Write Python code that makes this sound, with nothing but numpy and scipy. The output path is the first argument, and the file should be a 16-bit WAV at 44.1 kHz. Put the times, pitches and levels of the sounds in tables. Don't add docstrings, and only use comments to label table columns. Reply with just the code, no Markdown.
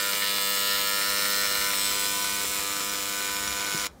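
import sys
import numpy as np
from scipy import signal
from scipy.fft import rfft, irfft, next_fast_len
from scipy.io import wavfile
from scipy.ndimage import map_coordinates

SR = 44100
rng = np.random.default_rng(int(sys.argv[2]) if len(sys.argv) > 2 else 0)


def digitize_waveform(pressure):
    field = np.atleast_2d(pressure).T
    bounded = np.clip(field, -1, 1)
    quanta = np.round(bounded * 32767).astype(np.int16)
    wavfile.write(sys.argv[1], SR, quanta)


N = 176400
T = np.arange(N) / SR
PULSE_HZ, OFF_S = 99.9, 3.868
PERIOD_MS = 1000 / PULSE_HZ

# time into the cycle in ms, relative push on the frame in dB,
# relative tick level in dB, decay time constant in ms.
CONTACTS = [(9.5, -15, -2, 0.81), (0.898, -1.5, -12, 0.88), (3.3, -1, -6, 0.84), (4.1, -0.5, -2.5, 0.92)]

def valve_ticks(jitter_s=6e-6, spread_db=0.5, ring_samples=256):
    cycle_starts = np.arange(int(N / SR * PULSE_HZ)) / PULSE_HZ
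    out = 0
    for at_ms, _, tick_db, decay_ms in CONTACTS:
        times = cycle_starts + at_ms / 1000 + jitter_s * rng.standard_normal(len(cycle_starts))
        strengths = from_db(tick_db + spread_db * rng.standard_normal(len(times)))
        hits = clicks(times, strengths * (times < OFF_S))
        decay = np.exp(-T[:ring_samples] * 1000 / decay_ms)
        responses = rng.standard_normal((2, ring_samples)) * decay
        one, other = (signal.oaconvolve(hits, response)[:N] for response in responses)
        blend_rad = 1.17 * T + 0.23 * drift(2.476)
        out = out + np.cos(blend_rad) * one + np.sin(blend_rad) * other
    return out


def puffs(strengths_db, decay_scale, leak_db, spread_db=0):
    power = from_db(leak_db) ** 2
    for db, (at_ms, _, _, decay_ms) in zip(strengths_db, CONTACTS):
        since_ms = (T * 1000 - at_ms) % PERIOD_MS
        power = power + (from_db(db) * np.exp(-since_ms / (decay_ms * decay_scale))) ** 2
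    noise = rng.standard_normal(N) * np.sqrt(power) * running()
    cycle = (T * PULSE_HZ).astype(int)
    cycle_gains = from_db(spread_db * np.clip(rng.standard_normal(cycle[-1] + 1), -2, 2))
    return noise * rms_one(cycle_gains[cycle])


# time in seconds, then the relative levels in dB
RIG_LEVELS = [(0.0, -43, -28, -29), (0.02, -41, -32, -29.5), (0.2, -42, -32, -29),
              (0.225, -42.5, -28, -30.5), (0.29, -42.5, -26.5, -30.5), (0.33, -41, -29.5, -29.5),
              (0.55, -41.5, -30, -28), (0.68, -40.5, -26.5, -29), (0.9, -40.5, -29, -29),
              (1.35, -41, -29.5, -28.5), (1.7, -41, -32.5, -29), (1.86, -41.5, -29, -29.5),
              (2.28, -43.5, -33.5, -30.5), (3.01, -43, -36.5, -33), (3.11, -43.5, -36, -33),
              (3.68, -43, -37.5, -34), (3.7, -44, -36.5, -33.5)]
# frequency in Hz, relative spectral density in dB.
TREBLE_FIRST = [(3240, -19), (4500, -13.5), (5400, -6.5), (6080, -8.5), (6640, -5), (7090, -4.5),
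                (7450, -3), (8060, -5.5), (8610, -8), (9600, -9.5), (10100, -12), (11300, -10.5),
                (12500, -6.5), (13500, -6), (14500, -3.5), (15700, -3.5)]
TREBLE_SECOND = [(3240, -15.5), (5500, -11), (6300, -7), (6940, 0), (7540, -8), (7990, -1), (9480, -8),
                 (11000, -5.5), (11800, -9.5), (13300, -7), (14100, -10), (14500, -1), (15700, -9)]

def ticks_and_spray():
    ticks = rms_one(valve_ticks())
    spray = rms_one(puffs([tick_db for _, _, tick_db, _ in CONTACTS], decay_scale=1.2, leak_db=-10))
    source = with_bench_echo(from_db(-2.5) * ticks + from_db(-4) * spray)
    _, _, treble_db = in_time(RIG_LEVELS)
    second = second_bottle_share()
    treble = (1 - second) * colour(source, TREBLE_FIRST) + second * colour(source, TREBLE_SECOND)
    return from_db(treble_db - 1) * treble + sheen(source) + (1 - second) * nozzle_ring(source)


# time in seconds, delay in ms.
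BENCH_ECHO = [(0, 0.8), (.4, 0.79), (1.0, 0.69), (1.55, 0.62), (1.9, 0.78), (2.15, 1.024), (2.7, 1.14),
              (4, 1.2)]

def with_bench_echo(direct, echo_db=-12.5):
    delay_s = in_time(BENCH_ECHO)[0] / 1000
    return direct + from_db(echo_db) * map_coordinates(direct, [(T - delay_s) * SR], order=3)


# time in seconds, centre frequency in Hz, level in dB.
SHEEN = [(0, 9200, -44), (.4, 8600, -45.5), (.9, 9000, -42.5), (1.6, 8600, -40.5), (1.7, 8650, -44),
         (1.82, 8040, -37.5), (2.02, 7630, -39.5), (2.2, 7430, -46), (3.84, 7000, -41)]

def sheen(source, pole_width_hz=800):
    hz, db = in_time(SHEEN)
    carrier = np.exp(2j * np.pi * np.cumsum(hz) / SR)
    radius = np.exp(-np.pi * pole_width_hz / SR)
    baseband = signal.lfilter([1], [1, -2 * radius, radius ** 2], source / carrier)
    return from_db(db) * rms_one((baseband * carrier).real)


# frequency in Hz, level in dB, 60 dB decay time in seconds.
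NOZZLE_MODES = [(5390, -44, 0.023)]

def nozzle_ring(source):
    return sum(from_db(db) * rms_one(ring(source, [(hz, 0, t60)])) for hz, db, t60 in NOZZLE_MODES)


# harmonic number, relative level in its band in dB.
FRAME_FIRST = [(1, -23.5), (2, -10.5), (3, -11), (4, -17.0), (5, -3.5), (6, -5.5), (7, -13.5), (8, -20.5),
               (9, -13), (10, -3), (11, -7), (12, -4.5), (13, 0.5), (14, 2), (15, 2), (16, -19.5), (17, 2),
               (18, 3), (19, -2), (20, -7), (21, -4.5), (22, -3), (23, -4), (24, -2), (25, -17.5),
               (26, -8.5), (27, -7.5), (28, -4.5), (29, 1.5), (30, -7), (31, -7), (32, -5.5), (33, -7.0),
               (34, -6), (35, -2.5), (36, -2), (37, -11.5), (38, -0.5), (39, -6.5), (40, -10), (41, 1),
               (42, -3.5), (43, -4.5), (44, -11.5), (45, -4.5), (46, -6), (47, -7), (48, -9.5), (49, -10),
               (50, -6.5), (51, -9), (52, -3), (53, -9.5), (54, 2), (55, -13.5)]
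FRAME_SECOND = [(1, -22), (2, -12.5), (3, -8.5), (4, -15.5), (5, -7.5), (6, -15), (7, -11), (8, -25),
                (9, -12.5), (10, -2.5), (11, -8), (12, -6), (13, -4), (14, -4), (15, 2), (16, -24),
                (17, -7), (18, -7), (19, -9), (20, -10), (21, -11.5), (22, -2.5), (23, -5.5), (24, -3.5),
                (25, -8.5), (26, -17.5), (27, -8.5), (28, -11.5), (29, -10.0), (30, -13), (31, -5.5),
                (32, -11), (33, -14), (34, -7.5), (35, -11.0), (36, -6.5), (37, -13.5), (38, -6.5),
                (39, -6.5), (40, -12), (41, -5), (42, -11.0), (43, -5.5), (44, -13.5), (45, -20),
                (46, -9.5), (47, -19), (48, -8), (49, -7), (50, -11.5), (51, -20), (52, -4.5), (53, -8),
                (54, -11), (55, -10.5)]
# time in seconds, relative level in dB.
BUZZ_LEVEL = [(0.0, -32.5), (0.21, -31.5), (0.22, -30), (0.32, -32), (1.45, -30.5), (1.49, -33),
              (1.57, -31), (1.71, -31.5), (1.79, -32.5), (2.05, -32.5), (2.45, -35), (2.46, -37.5),
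              (2.57, -34.5), (2.93, -35), (2.95, -37), (3.25, -34), (3.41, -35.5), (3.84, -34)]
RESONANT_HARMONICS = { 12: [(0, -47), (1.0, -44.5), (2.4, -45), (2.55, -48), (2.68, -40.5), (2.95, -45),
                      (3.85, -44.5)], 13: [(0, -43.5), (.45, -39.5), (1.0, -38.5), (1.7, -42.5), (1.8, -47),
                      (2.4, -47.5), (2.75, -43), (3.3, -48)], 14: [(0.02, -42.5), (0.1, -36.5),
                      (0.14, -61.0), (0.23, -44.5), (0.28, -55.0), (0.53, -48), (0.76, -39), (0.79, -58.5),
                      (0.86, -41), (1.44, -40.5), (1.7, -42), (1.74, -50.0), (1.97, -46), (2.48, -66),
                      (2.93, -47), (2.96, -58), (3.08, -51.5), (3.85, -47)], 15: [(0.02, -40), (0.2, -51.5),
                      (0.23, -41.0), (0.47, -67), (0.8, -46.0), (0.85, -59.5), (1.08, -39), (1.11, -52),
                      (1.17, -44), (1.3, -41), (1.46, -38.0), (1.49, -63), (1.52, -45), (1.69, -36.0),
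                      (1.78, -61.0), (1.88, -38), (1.93, -48.5), (2.0, -40.5), (2.42, -40), (2.49, -57),
                      (2.53, -38), (2.57, -57), (2.79, -41), (2.81, -56.5), (2.92, -41), (3.02, -51),
                      (3.17, -39), (3.46, -40.5), (3.54, -45.0), (3.57, -39.5), (3.77, -38), (3.85, -46.5)],
                      17: [(0.02, -47), (0.25, -46), (0.29, -45), (0.9, -42), (1.35, -49), (1.51, -46),
                      (1.7, -55.5), (1.78, -46), (2.06, -62), (2.66, -49.5), (3.23, -52), (3.85, -53)],
                      18: [(0.02, -39), (0.19, -49), (0.23, -33), (0.3, -50), (0.55, -42), (0.59, -50.5),
                      (0.73, -36), (0.82, -52), (0.88, -40), (1.45, -40.5), (1.69, -43), (1.74, -52),
                      (2.11, -48), (2.53, -63), (2.92, -48.5), (2.97, -58), (3.28, -48), (3.85, -55)],
                      29: [(0.02, -46.5), (0.24, -41), (0.53, -42), (0.73, -41), (0.83, -43.0), (1.26, -47),
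                      (1.34, -52), (1.52, -42), (1.97, -52), (2.5, -50), (2.6, -51), (3.85, -49.5)],
                      35: [(0.02, -49), (0.35, -39.5), (0.83, -45.5), (1.14, -56.5), (1.49, -43),
                      (1.53, -54), (1.74, -44), (2.08, -45.5), (2.58, -51.5), (3.1, -64), (3.2, -62),
                      (3.85, -72)], 42: [(0.02, -55), (1.64, -41.5), (1.71, -53), (1.76, -44), (2.16, -51),
                      (2.22, -44.5), (2.4, -63), (2.46, -51), (2.96, -59.0), (3.09, -52.5), (3.27, -57.5),
                      (3.85, -59)], 54: [(0.02, -49), (0.34, -47), (0.93, -41), (1.46, -41.5), (1.54, -45),
                      (1.91, -41.5), (1.97, -63), (2.14, -52), (2.58, -73), (2.72, -48), (3.04, -56),
                      (3.85, -47.5)], }
CATCH_REACH = [0.42, 0.94, 0.44]

def frame_buzz(wander_depth=0.12, flutter_depth=0.27, jump_depth=0.22, jump_rad=0.55, steps=800):
    orders = np.array(FRAME_FIRST)[:, 0].round()
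    bands = np.searchsorted([8.5, 25.5], orders)
    spectra = [from_db(np.array(table)[:, 1]) for table in (FRAME_FIRST, FRAME_SECOND)]
    first, second = (g / np.sqrt(np.bincount(bands, g ** 2))[bands] for g in spectra)
    hum_db, rasp_db, _ = in_time(RIG_LEVELS)
    buzz_db, = in_time(BUZZ_LEVEL)
    band_gains = from_db([hum_db - 0.9, buzz_db - 0.4, rasp_db - 1.82])
    share = second_bottle_share()
    step_times = np.linspace(0, N / SR, steps)
    catches_so_far = np.searchsorted([start for start, _ in CATCHES], step_times)
    fundamental = np.exp(2j * np.pi * PULSE_HZ * T)
    harmonic, out = 1, 0
    for k, band, gain_1, gain_2, phase in zip(orders, bands, first, second, harmonic_phases(orders)):
        harmonic = harmonic * fundamental
        height = k / orders[-1]
        jumps = rng.standard_normal((len(CATCHES) + 1, 2)) @ [jump_depth, 1j * jump_rad]
        wander = wander_depth * height * (drift(4.3, steps) + 2j * drift(2.03, steps))
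        flutter = flutter_depth * np.sqrt(height) * (drift(60, steps) + 1j * drift(60, steps))
        modulation = CATCH_REACH[band] * jumps[catches_so_far] + wander + flutter
        gain = band_gains[band] * (gain_1 + (gain_2 - gain_1) * share)
        if k in RESONANT_HARMONICS:
            gain = from_db(in_time(RESONANT_HARMONICS[k])[0] + 1.8)
            modulation = 1j * modulation.imag
        sway = np.interp(T, step_times, np.exp(modulation + 1j * phase))
        out = out + np.sqrt(2) * gain * (sway * harmonic).real
    return out * running()


def harmonic_phases(orders, decay_ms=0.94, hum_lag_ms=2.814, hum_scatter_rad=0.8, size=441):
    cycle_ms = np.arange(size) / size * PERIOD_MS
    envelope = sum(from_db(push_db) * np.exp(-((cycle_ms - at_ms) % PERIOD_MS) / decay_ms)
                   for at_ms, push_db, _, _ in CONTACTS)
    high = np.angle(rfft(envelope * rng.choice([-1, 1], size)))[orders.astype(int)]
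    low = hum_scatter_rad * rng.standard_normal(len(orders)) - 2 * np.pi * orders * hum_lag_ms / PERIOD_MS
    return np.where(orders < 9, low, high)


# frequency in Hz, relative spectral density in dB.
RATTLE_SPECTRUM = [(120, -14), (165, -7), (250, -13.5), (430, 1.5), (600, -10), (850, -9.5), (1100, -3.5),
                   (1250, -7), (1420, 2.5), (1650, -4), (1850, -4), (2300, 2), (2750, -3.5), (4200, 0),
                   (5300, -3), (6000, 0), (8000, -29)]
# time in seconds, relative level in dB.
RATTLE_LEVEL = [(0, -35.5), (.25, -36), (.5, -38.5), (1.1, -37), (1.6, -34), (2.1, -38), (2.6, -37),
                (3.2, -37), (3.84, -33)]

def rattle():
    pushes_db = [push_db for _, push_db, _, _ in CONTACTS]
    blows = puffs(pushes_db, decay_scale=0.95, leak_db=-14, spread_db=3.5)
    return from_db(in_time(RATTLE_LEVEL)[0] - 3) * colour(blows, RATTLE_SPECTRUM)


# start in seconds, relative level in dB.
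CATCHES = [(.131, -28), (0.221, -28), (.571, -33), (0.782, -27), (1.012, -27), (1.102, -35), (1.189, -28),
           (1.253, -26), (1.431, -34), (1.472, -30), (1.553, -28), (1.613, -28), (1.733, -25), (1.911, -28),
           (2.024, -35), (2.133, -35), (2.244, -29), (2.283, -38), (2.451, -30), (2.558, -30), (2.593, -29),
           (2.804, -29), (2.945, -37), (3.283, -31), (3.385, -40), (3.474, -35), (3.526, -32), (3.606, -39),
           (3.653, -41), (3.725, -35), (3.796, -38), (3.841, -33)]
# frequency in Hz, relative spectral density in dB.
CATCH_SPECTRUM = [(400, -11), (850, -13), (1050, -7), (1250, -5), (1430, -1), (1650, -10), (1850, -1),
                  (2300, 0), (2750, -8), (4200, -2), (5400, -12)]

def pump_catches(decay_s=0.0098):
    envelope = sum(from_db(db - 1) * (T >= start) * np.exp(-abs(T - start) / decay_s)
                   for start, db in CATCHES)
    return envelope * colour(rng.standard_normal(N), CATCH_SPECTRUM)


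# time in seconds, level in dB.
WHISTLE_LEVEL = [(0, -43), (.7, -64), (1.05, -63), (1.35, -45), (1.6, -50), (2.0, -52), (2.3, -60)]

def whistle(order=77):
    phase = 2 * np.pi * order * PULSE_HZ * T + 0.4 * drift(10)
    return np.sqrt(2) * from_db(in_time(WHISTLE_LEVEL)[0]) * np.sin(phase) * running()


# start in seconds, relative level in dB, pitch in Hz.
DROPS = [(2.225, -29, 5700), (2.894, -29, 5800), (3.026, -42, 5800), (3.477, -27, 5800), (3.825, -37, 5900)]
# multiple of the pitch, gain in dB, 60 dB decay time in seconds.
GLASS_MODES = [(1, 4, 0.046), (1.56, 1, 0.018)]
DRIZZLE_HZ = [5400, 5930, 6060, 5950, 5800]

def drops(drizzle_per_s=180, drizzle_from_s=1.9):
    def glass(hits, hz):
        return ring(hits, [(hz * multiple, db, t60) for multiple, db, t60 in GLASS_MODES])
    out = sum(glass(clicks(np.array([start]), from_db([db])), hz) for start, db, hz in DROPS)
    drizzling = (T > drizzle_from_s) & (T < OFF_S)
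    for hz in DRIZZLE_HZ:
        lands = (rng.random(N) < drizzle_per_s / len(DRIZZLE_HZ) / SR) & drizzling
        out = out + glass(lands * from_db(-45.5) * rng.standard_normal(N), hz)
    return out


# frequency in Hz, gain in dB, 60 dB decay time in seconds.
BUMP_MODES = [(164, -4, 0.1), (207, -2, .07), (326, -0.5, 0.065)]

def bump(start_s=3.745, strike_db=-28.5, low_cut_hz=131):
    knock = ring(clicks(np.array([start_s]), from_db([strike_db])), BUMP_MODES)
    return signal.sosfilt(signal.butter(3, low_cut_hz, "high", fs=SR, output="sos"), knock)


def reflections(direct, level_db=-20.5, t60_s=0.18, cutoff_hz=3500):
    t = T[:SR // 3]
    tail = signal.sosfilt(signal.butter(1, cutoff_hz, fs=SR, output="sos"), rng.standard_normal(len(t)))
    tail = tail * np.exp(-np.log(1000) * t / t60_s)
    return from_db(level_db) * signal.fftconvolve(direct, tail / np.sqrt(np.sum(tail ** 2)))[:N]


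# frequency in Hz, relative spectral density in dB.
AIR_SPECTRUM = [(60, -16), (110, -11), (160, -2.5), (350, -6.5), (700, -10), (1200, -14), (2500, -28),
                (6000, -28), (15000, -35)]
WIND_SPECTRUM = [(40, -29), (46, -8), (54, -5), (70, -2.5), (110, -21), (250, -18)]
# time in seconds, level in dB.
WIND_LEVEL = [(0, -60.5), (1.25, -60), (1.4, -55.5), (1.7, -53.5), (2.1, -56), (2.4, -54), (2.7, -56),
              (3.25, -62), (3.42, -47), (3.65, -59), (4, -53)]

def air_and_wind(air_db=-53.5):
    air, wind = rng.standard_normal((2, N))
    gusts = from_db(in_time(WIND_LEVEL)[0])
    return from_db(air_db) * colour(air, AIR_SPECTRUM) + gusts * colour(wind, WIND_SPECTRUM)


def second_bottle_share(middle_s=1.82, move_s=0.42):
    return np.clip(0.5 + (T - middle_s) / move_s, 0, 1)


def running(decay_s=0.006):
    return np.exp(-np.maximum(T - OFF_S, 0) / decay_s)


def ring(force, modes):
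    out = 0
    for hz, db, t60 in modes:
        radius, angle = np.exp(-np.log(1000) / (t60 * SR)), 2 * np.pi * hz / SR
        feedback = [1, -2 * radius * np.cos(angle), radius ** 2]
        out = out + from_db(db) * signal.lfilter([0, np.sin(angle)], feedback, force + 1e-18)
    return out


def clicks(times_s, gains):
    out, at = np.zeros(N), np.clip(times_s * SR, 0, N - 2)
    np.add.at(out, at.astype(int), gains * (1 - at % 1))
    np.add.at(out, at.astype(int) + 1, gains * (at % 1))
    return out


def colour(x, spectrum):
    hz, db = np.transpose(spectrum)
    size = next_fast_len(N + SR // 4)
    octave = np.log2(np.maximum(np.arange(size // 2 + 1) * SR / size, 1))
    outside = abs(octave - np.clip(octave, np.log2(hz[0]), np.log2(hz[-1])))
    response = from_db(np.interp(octave, np.log2(hz), db) - 60 * outside)
    return rms_one(irfft(rfft(x, size) * response, size)[:N])


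def drift(knots_per_s, size=N):
    knots = rng.standard_normal(2000)
    return 1.2 * np.interp(np.linspace(0, N / SR, size) * knots_per_s, np.arange(len(knots)), knots)


def in_time(rows):
    times, *columns = np.transpose(rows)
    return [np.interp(T, times, column) for column in columns]


def from_db(db):
    return 10 ** (np.asarray(db) / 20)


def rms_one(x):
    return x / np.sqrt(np.mean(x ** 2) + 1e-20)


def scene():
    rig = frame_buzz() + ticks_and_spray() + whistle() + rattle() + pump_catches() + drops() + bump()
    return (rig + reflections(rig) + air_and_wind())[None]


def record(dry, cutoff_hz=15730):
    return signal.sosfilt(signal.ellip(12, 0.1, 80, cutoff_hz, fs=SR, output="sos"), dry)


dry = scene()
out = record(dry)
digitize_waveform(out)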